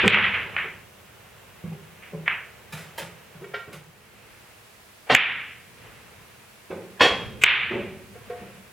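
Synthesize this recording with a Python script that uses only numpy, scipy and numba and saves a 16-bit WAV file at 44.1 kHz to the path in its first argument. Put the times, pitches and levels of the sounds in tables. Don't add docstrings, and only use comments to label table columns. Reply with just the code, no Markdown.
import sys
import numpy as np
from scipy import signal
from scipy.fft import rfft, irfft, next_fast_len
from scipy.io import wavfile
from scipy.ndimage import uniform_filter1d
from numba import njit

SR = 44100
rng = np.random.default_rng(int(sys.argv[2]) if len(sys.argv) > 2 else 0)


def amplitude_ratio(level_db):
    exponent = np.asarray(level_db, float) / 20
    return 10 ** exponent


def dump(signal):
    limited = np.clip(np.atleast_2d(signal).T, -1, 1)
    pcm = np.round(limited * 32767).astype(np.int16)
    wavfile.write(sys.argv[1], SR, pcm)


N = 384552


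def to_rms(x):
    return x / np.sqrt(np.mean(x ** 2) + 1e-20)


def to_peak(x):
    return x / np.max(np.abs(x))


def along(points, hz):
    point_hz, value = np.transpose(points)
    return np.interp(np.log(hz + 1), np.log(point_hz + 1), value)


def filtered(x, response):
    size = next_fast_len(x.shape[-1] + 4096)
    spectrum = rfft(x, size) * response(np.fft.rfftfreq(size, 1 / SR))
    return irfft(spectrum, size)[..., :x.shape[-1]]


def peaks(rows):
    def response(f):
        total = 0
        for k, (centre, width, db) in enumerate(rows):
            damping = 1j * f * width
            total = total + (-1) ** k * amplitude_ratio(db) * damping / (centre * centre - f * f + damping)
        return total
    return response


def stereo(pair, side):
    wide = filtered(pair[1], lambda hz: amplitude_ratio(along(side, hz)))
    return np.array([pair[0] + wide, pair[0] - wide])


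def noise(spectrum, side):
    pair = filtered(rng.standard_normal((2, N)), lambda hz: amplitude_ratio(along(spectrum, hz)))
    return stereo(pair / np.std(pair[0]), side)


def ring(modes, t, lag):
    out = np.zeros(len(t))
    for hz, db, t60 in modes:
        wander = np.cumsum(rng.standard_normal(len(t))) * .008 + 2 * np.pi * rng.random()
        size = amplitude_ratio(db + rng.normal(0, 1.5) - 60 * t / t60)
        gather = 1 - np.exp(-t / (lag * (hz / 3000) ** 2 + 1e-4))
        out += size * gather * np.sin(2 * np.pi * hz * t + wander)
    return to_peak(out)


FADE = (3.54, 4.38)
# delay in seconds, level in dB.
EARLY = [(.0008, -3), (.0027, -3), (.0039, -5), (.0062, -7), (.0075, -9), (.015, -17)]
# frequency in Hz, decay time t60 in seconds.
ROOM = [(100, 1), (400, 0.59), (2000, 0.61), (4000, 0.57), (8000, 0.53), (15000, 0.19)]
# frequency in Hz, side over mid in dB.
WIDE = [(60, -7), (110, -20), (200, -14.5), (380, -27), (700, -11), (1290, -14.5), (2380, -16), (4400, -7),
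        (8120, 3), (15000, 9)]
CURTAINED = .72
TAIL = 28000


def add(out, s, hit, room_db, echo_db, stretch=1):
    hz, t, z = signal.stft(rng.standard_normal((2, TAIL)), SR, nperseg=256)
    t60 = along(ROOM, hz)[:, None] * (CURTAINED if s < FADE[1] else 1)
    tail = signal.istft(z * amplitude_ratio(-60 * t / t60), SR, nperseg=256)[1][:, :TAIL]
    tail = tail * (1 - np.exp(-(np.arange(TAIL) / SR / 0.012) ** 2))
    answer = amplitude_ratio(room_db) * stereo(tail / np.linalg.norm(tail[0]), WIDE)
    answer[:, 0] += 1
    for delay, db in EARLY:
        echo = amplitude_ratio(db + echo_db + rng.normal(0, 1.0, 2)) * rng.choice([-1, 1])
        answer[:, round(delay * stretch * SR)] += echo
    start = round(s * SR)
    sound = signal.fftconvolve(hit[None], answer, axes=1)[:, max(-start, 0):]
    part = out[:, max(start, 0):][:, :sound.shape[1]]
    part += sound[:, :part.shape[1]]


def pulse(spectrum, size=1024):
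    cepstrum = irfft(np.log(amplitude_ratio(spectrum(np.fft.rfftfreq(size, 1 / SR))) + 1e-6), size)
    fold = np.r_[1, np.full(size // 2 - 1, 2), 1, np.zeros(size // 2 - 1)]
    return to_peak(irfft(np.exp(rfft(cepstrum * fold)), size))


# frequency in Hz, level in dB per Hz.
CONTACT = [(150, -43), (300, -16.5), (600, -17.5), (1200, -7), (1800, 1), (2400, 5), (3000, 1),
           (3600, -6.5), (4200, -20), (5000, -34), (7000, -46.5), (12000, -78)]
# start in seconds, peak in dB,
# pitch factor, room in dB, echo spacing factor.
CLICKS = [(-.03, 12.5, 0.99, -20, 1.0), (0.079, 9, 1.04, -19.5, 0.92), (0.1088, -5.5, 0.956, -2, 0.92),
          (0.1452, 1, 0.93, -13, 0.9), (0.172, -6.5, 0.57, -14, 0.74), (0.186, -4.5, 0.83, -17, 0.85),
          (0.227, -6.5, 0.93, -3.5, 0.81), (0.33, -21.5, 0.9, 6, 0.88), (0.5652, -9, 0.87, -7.5, 0.7),
          (2.015, -52.5, 0.89, 16, 0.91), (2.279, -3, 0.86, -13.5, 0.91), (5.1494, 8, .95, -7, 0.52),
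          (7.4369, 10, 1.015, -10.5, 1), (7.463, -3, 0.98, 5, 1)]
PACK_ENDS_S = .4
PACK_ECHO_DB, OPEN_ECHO_DB, LAMP_ECHO_DB = -4.5, -1.5, 10.5


def balls(out):
    for s, db, pitch, room_db, stretch in CLICKS:
        if s < PACK_ENDS_S:
            echo_db = PACK_ECHO_DB
        else:
            echo_db = OPEN_ECHO_DB if s < FADE[1] else LAMP_ECHO_DB
        click = pulse(lambda hz: along(CONTACT, hz / pitch))
        add(out, s, amplitude_ratio(db) * click, room_db + 12.5, echo_db, stretch)


# time in seconds, level in dB.
ROLL = [(0, -32.5), (.5, -41.5), (.9, -58), (1.2, -55), (2.5, -54), (3.2, -54.5), (3.9, -59.5), (4.3, -55),
        (4.8, -61.5), (5.5, -64), (5.7, -61), (5.85, -50.5), (6.05, -54), (6.6, -59), (7.5, -56),
        (8.1, -59), (8.4, -49), (8.72, -59)]
# frequency in Hz, level in dB per Hz.
RUMBLE = [(15, -59), (25, -28), (43, -2), (75, -2.5), (103, 0.5), (168, -9.5), (198, -5.5), (295, -17.5),
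          (500, -11.5), (650, -44), (1100, -120)]
# frequency in Hz, level in dB per Hz.
CLOTH = [(180, -45), (300, -12), (492, -8), (743, -10.5), (974, -10.5), (1670, -9), (2710, -9.5),
         (5000, -34.5), (6500, -44), (11000, -120)]
# frequency in Hz, side over mid in dB.
ROLL_SIDE = [(60, -12), (110, -7), (200, -9), (380, -7), (700, -18), (1290, -5), (2380, -7.5), (4400, -14),
             (8120, -6), (15000, -2)]
# start in seconds, level in dB.
SHUDDERS = [
    (0.03, -48),
    (5.098, -44),
    (7.007, -30.5),
    (7.435, -38.5),
]
SHUDDER_T60_S = 2.24
RUMBLE_DB, RUMBLE_GROWS, ROLL_MID_DB = 1, 0.72, -53


def rolling():
    t = np.arange(N) / SR
    roll_db = np.interp(t, *np.transpose(ROLL))
    shudder = sum(amplitude_ratio(db - 60 * np.abs(t - s) / SHUDDER_T60_S) * (t > s) for s, db in SHUDDERS)
    slate = amplitude_ratio(ROLL_MID_DB + RUMBLE_DB + RUMBLE_GROWS * (roll_db - ROLL_MID_DB)) + shudder
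    return slate * noise(RUMBLE, ROLL_SIDE) + amplitude_ratio(roll_db) * noise(CLOTH, ROLL_SIDE)


# frequency in Hz, level in dB per Hz.
HISS = [
    [(180, -52), (300, -5), (502, -11.5), (555, -5.5), (814, -9.5), (1010, -9.5), (1460, -13),
     (2440, -18.5), (2840, -13.5), (4670, -19), (11300, -20.5), (16000, -21.5)],
    [(180, -36), (300, -0.5), (398, -10), (519, -7), (555, -18), (603, -2.5), (787, -6.5), (1040, -6.5),
     (2400, -9), (6200, -15.5), (9880, -15), (16000, -19.5)],
]
# frequency in Hz, side over mid in dB.
HISS_SIDE = [(60, 5), (110, -6), (200, -9), (380, 4), (700, -1.5), (1290, -2), (2380, 1), (4400, -1.5),
             (8120, -2), (15000, 0.5)]


def hiss():
    later = np.interp(np.arange(N) / SR, FADE, (0, 1))
    first = amplitude_ratio(-55.5) * (1 - later) * noise(HISS[0], HISS_SIDE)
    return first + amplitude_ratio(-55.0) * later * noise(HISS[1], HISS_SIDE)


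# start in seconds, peak in dB, rail over bed in dB, knock in dB, bed pitch in Hz.
THUDS = [(0.037, -20.5, 0, -0.5, 193.6), (0.64, -45, 8, -3, 165), (1.637, -35, -11, -17, 166.2),
         (1.718, -45, -3.5, -14, 158), (2.132, -38.5, -1, -30, 161), (2.727, -40, -27, -14, 158),
         (3.019, -41.5, -9, -3, 164.7), (3.345, -49, -8, -7, 144), (3.415, -43.5, 7, -12, 148),
         (3.678, -44, 3, -6, 176), (3.735, -49.5, -16, -7, 152), (3.829, -57, -16, -17.5, 163),
         (6.705, -32.5, 11, -8, 174), (6.76, -37, 9, -33, 187), (7.711, -29, 2.5, -4, 197.4),
         (7.753, -27, 9.5, -25, 209.5), (8.412, -47.5, 0, -17, 196.6), (8.541, -53, -14, -14, 196)]
# multiple of the bed pitch, width in Hz, level in dB.
BED = [(.62, 43, -10.5), (0.998, 10.1, 7), (1.22, 19, -4)]
# frequency in Hz, width in Hz, level in dB.
RAIL = [(374, 35.5, -1), (468, 76, -5.5), (554, 107, -8)]
# frequency in Hz, width in Hz, level in dB.
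KNOCK = [(700, 36, 8), (1136, 710, 9), (2140, 950, 9)]


def cushions(out):
    t = np.arange(SR // 2) / SR
    push = (t / 0.00059) * np.exp(-t / 0.0009)
    for s, db, lean_db, knock_db, hz in THUDS:
        bed_db, rail_db = -max(lean_db, 0), min(lean_db, 0)
        swell = (t / .003) ** 2 / (1 + (t / 0.0046) ** 2) * np.exp(-t / 0.013)
        rough = rng.standard_normal(len(t)) * swell
        rough = to_peak(filtered(rough, lambda f: 1 / (1 + 1j * f / 2500) ** 2))
        bed_rows = [(multiple * hz, width, level) for multiple, width, level in BED]
        bed = amplitude_ratio(bed_db) * to_peak(filtered(push + 0.11 * rough, peaks(bed_rows)))
        rail = amplitude_ratio(rail_db) * to_peak(filtered(push + 0.3 * rough, peaks(RAIL)))
        knock = amplitude_ratio(knock_db) * to_peak(filtered(rough, peaks(KNOCK)))
        add(out, s - .003, amplitude_ratio(db + 0.5) * (bed + rail + knock), room_db=6.0, echo_db=6.0)


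# start in seconds, peak in dB, decay time t60 in seconds.
SCUFFS = [
    (2.7266, -28.5, 0.2),
    (2.7738, -36, 0.47),
    (2.9813, -23, 0.18),
    (3.731, -34.5, 0.2),
]
# frequency in Hz, level in dB per Hz.
SOLE = [(180, -42), (300, -6.5), (571, -1.5), (1120, -10.5), (1260, -6), (2280, -5.5), (6050, -19),
        (10300, -19), (15500, -25)]


def shoes(out):
    t = np.arange(SR // 4) / SR
    for s, db, t60 in SCUFFS:
        rub = to_rms(filtered(rng.standard_normal(len(t)), lambda hz: amplitude_ratio(along(SOLE, hz))))
        envelope = amplitude_ratio(db - 11 - 60 * t / t60) * (1 - np.exp(-t / 0.001))
        add(out, s - .004, envelope * rub, room_db=-1.0, echo_db=2.5)


# start in seconds, peak in dB, brightness in dB, place 0 or 1.
TAPS = [
    (3.442, -31, -7, 0),
    (3.542, -19.5, -2, 0),
    (8.153, -33, -14, 1),
    (8.302, -21, -19, 1),
]
# frequency in Hz, level in dB, t60 in seconds.
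BUTT = [
    [(411, -5.5, 0.086), (532, -1, 0.045), (700, -3, 0.04), (880, -16, 0.044), (1076, -9, 0.056)],
    [(391, -20, 0.47), (441, 2, 0.094), (493, 7, 0.11), (713, -9.5, 0.42), (1095, -13.5, 0.19),
     (1490, -50, 0.1)],
]
# frequency in Hz, level in dB, t60 in seconds.
SHAFT = [(1390, -4, .09), (1570, 0, .05), (1880, -3, .08), (2260, -1, .07), (2600, -6, .05),
         (2800, -7, .06), (3300, -8, .05), (3750, -7, .04), (4900, -14, .04), (5500, -14, .04)]


def laid_cue(out):
    t = np.arange(SR // 2) / SR
    broad = peaks([(1900, 2600, 0)])
    for s, db, bright_db, place in TAPS:
        burst = rng.standard_normal(len(t)) * np.exp(-t / 0.017)
        knock = to_peak(filtered(burst, lambda hz: broad(hz) ** 2 / (1 + (hz / 4500) ** 4)))
        low = ring(BUTT[round(place)], t, lag=0.0026)
        high = ring(SHAFT, t, lag=0.012) + 0.75 * knock
        wood = low + amplitude_ratio(bright_db + 3) * high
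        add(out, s - .006, amplitude_ratio(db + 1) * wood * (1 - np.exp(-(t / 0.007) ** 2)), room_db=-6, echo_db=-10)


# start in seconds, peak in dB, spread in seconds, rise in seconds, ring in dB.
STROKES = [
    (5.0979, -1, 0.044, 0.017, -3),
    (7.0064, 3, 0.057, 0.0017, -5),
]
# frequency in Hz, level in dB, t60 in seconds.
STROKE_MODES = [
    [(450, -3, .12), (716, -3, .07), (1050, -4, .15), (1380, -12, .2), (1561, -10, .15), (1870, -4, .2),
     (2230, -6, .2), (2760, -12, .18), (3214, -3, .2), (3700, -8, .15), (4883, -12, .1)],
    [(490, -4, .3), (590, -7, .15), (831, -9, .2), (1044, -5, .19), (1385, -7, .23), (1650, -3, .15),
     (1885, -6, .3), (2187, -6, .2), (2610, -8, .3), (2770, -9, .18), (3187, -2, .45), (3285, -4, .45),
     (3685, -11, .3), (4356, -13, .28), (4797, -13, .3), (5308, -20, .2), (5997, -21, .16),
     (6465, -23, .25), (7940, -29, .2)],
]
# frequency in Hz, level in dB per Hz.
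STROKE_NOISE = [
    [(59, -29), (100, -1.5), (718, -2), (1700, -5.5), (1880, -3), (2990, -6.5), (3250, -33), (3460, -6),
     (3760, -10), (15000, -53)],
    [(59, -54), (100, -29), (400, -13.5), (814, -19.5), (1070, -16.5), (1260, -21), (2750, -17.5),
     (2990, -23), (3600, -21.5), (15000, -59)],
]


def strokes(out):
    t = np.arange(SR // 2) / SR
    for (s, db, spread, rise, ring_db), modes, colour in zip(STROKES, STROKE_MODES, STROKE_NOISE):
        burst = filtered(rng.standard_normal(len(t)), lambda hz: amplitude_ratio(along(colour, hz)))
        burst = burst * np.exp(-t / spread)
        low = filtered(burst, lambda hz: 1 / (1 + (hz / 3000) ** 4))
        by_walls = (1 - np.exp(-t / 0.023)) * np.exp(-t / 0.082) * 1.73
        burst = low + (burst - low) * by_walls
        swell = (1 - np.exp(-t / 0.00023)) * (1 - 0.44 * np.exp(-t / rise))
        hit = (to_peak(burst) + amplitude_ratio(ring_db) * ring(modes, t, lag=.006)) * swell
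        add(out, s, amplitude_ratio(db - 2) * hit, room_db=-15.5, echo_db=-9)


def placed(source):
    track = np.zeros((2, N))
    source(track)
    return track


def scene():
    out = rolling() + hiss()
    for source in (balls, cushions, shoes, laid_cue, strokes):
        out = out + placed(source)
    return out


@njit
def follow(level, rise, fall):
    env, e = np.empty_like(level), 0.0
    for i in range(len(level)):
        e += (rise if level[i] > e else fall) * (level[i] - e)
        env[i] = e
    return env


def smear(x, mid_db, side_db):
    z = signal.stft(np.array([x[0] + x[1], x[0] - x[1]]) / 2, nperseg=2048)[2]
    level = amplitude_ratio(mid_db) * np.abs(z) + amplitude_ratio(side_db) * np.abs(z[::-1])
    level = uniform_filter1d(level, size=9, axis=1)
    random_phase = np.exp(2j * np.pi * rng.random(z.shape))
    mid, side = signal.istft(level * random_phase, nperseg=2048)[1][:, :N]
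    return x + np.array([mid + side, mid - side])


def band_limit(x):
    return signal.sosfilt(signal.butter(12, 16660, fs=SR, output="sos"), x)


def record(dry):
    x = dry * amplitude_ratio([[-.5], [.5]])
    x = filtered(x, lambda hz: 1 - 0.48 * peaks([(295, 90, 0)])(hz))
    env = follow(np.max(np.abs(x), axis=0), 1 / (0.0006 * SR), 1 / (.14 * SR))
    x = x * (1 + (env / amplitude_ratio(-6.0)) ** 2) ** -.37
    x = x / (1 + np.abs(x / .8) ** 8) ** (1 / 8)
    x = smear(x, mid_db=-10, side_db=-20)
    mix = filtered(x, lambda hz: (1j * hz / (55 + 1j * hz)) ** 3 * (hz < 16600))
    return band_limit(mix)


dry = scene()
out = record(dry)
dump(out)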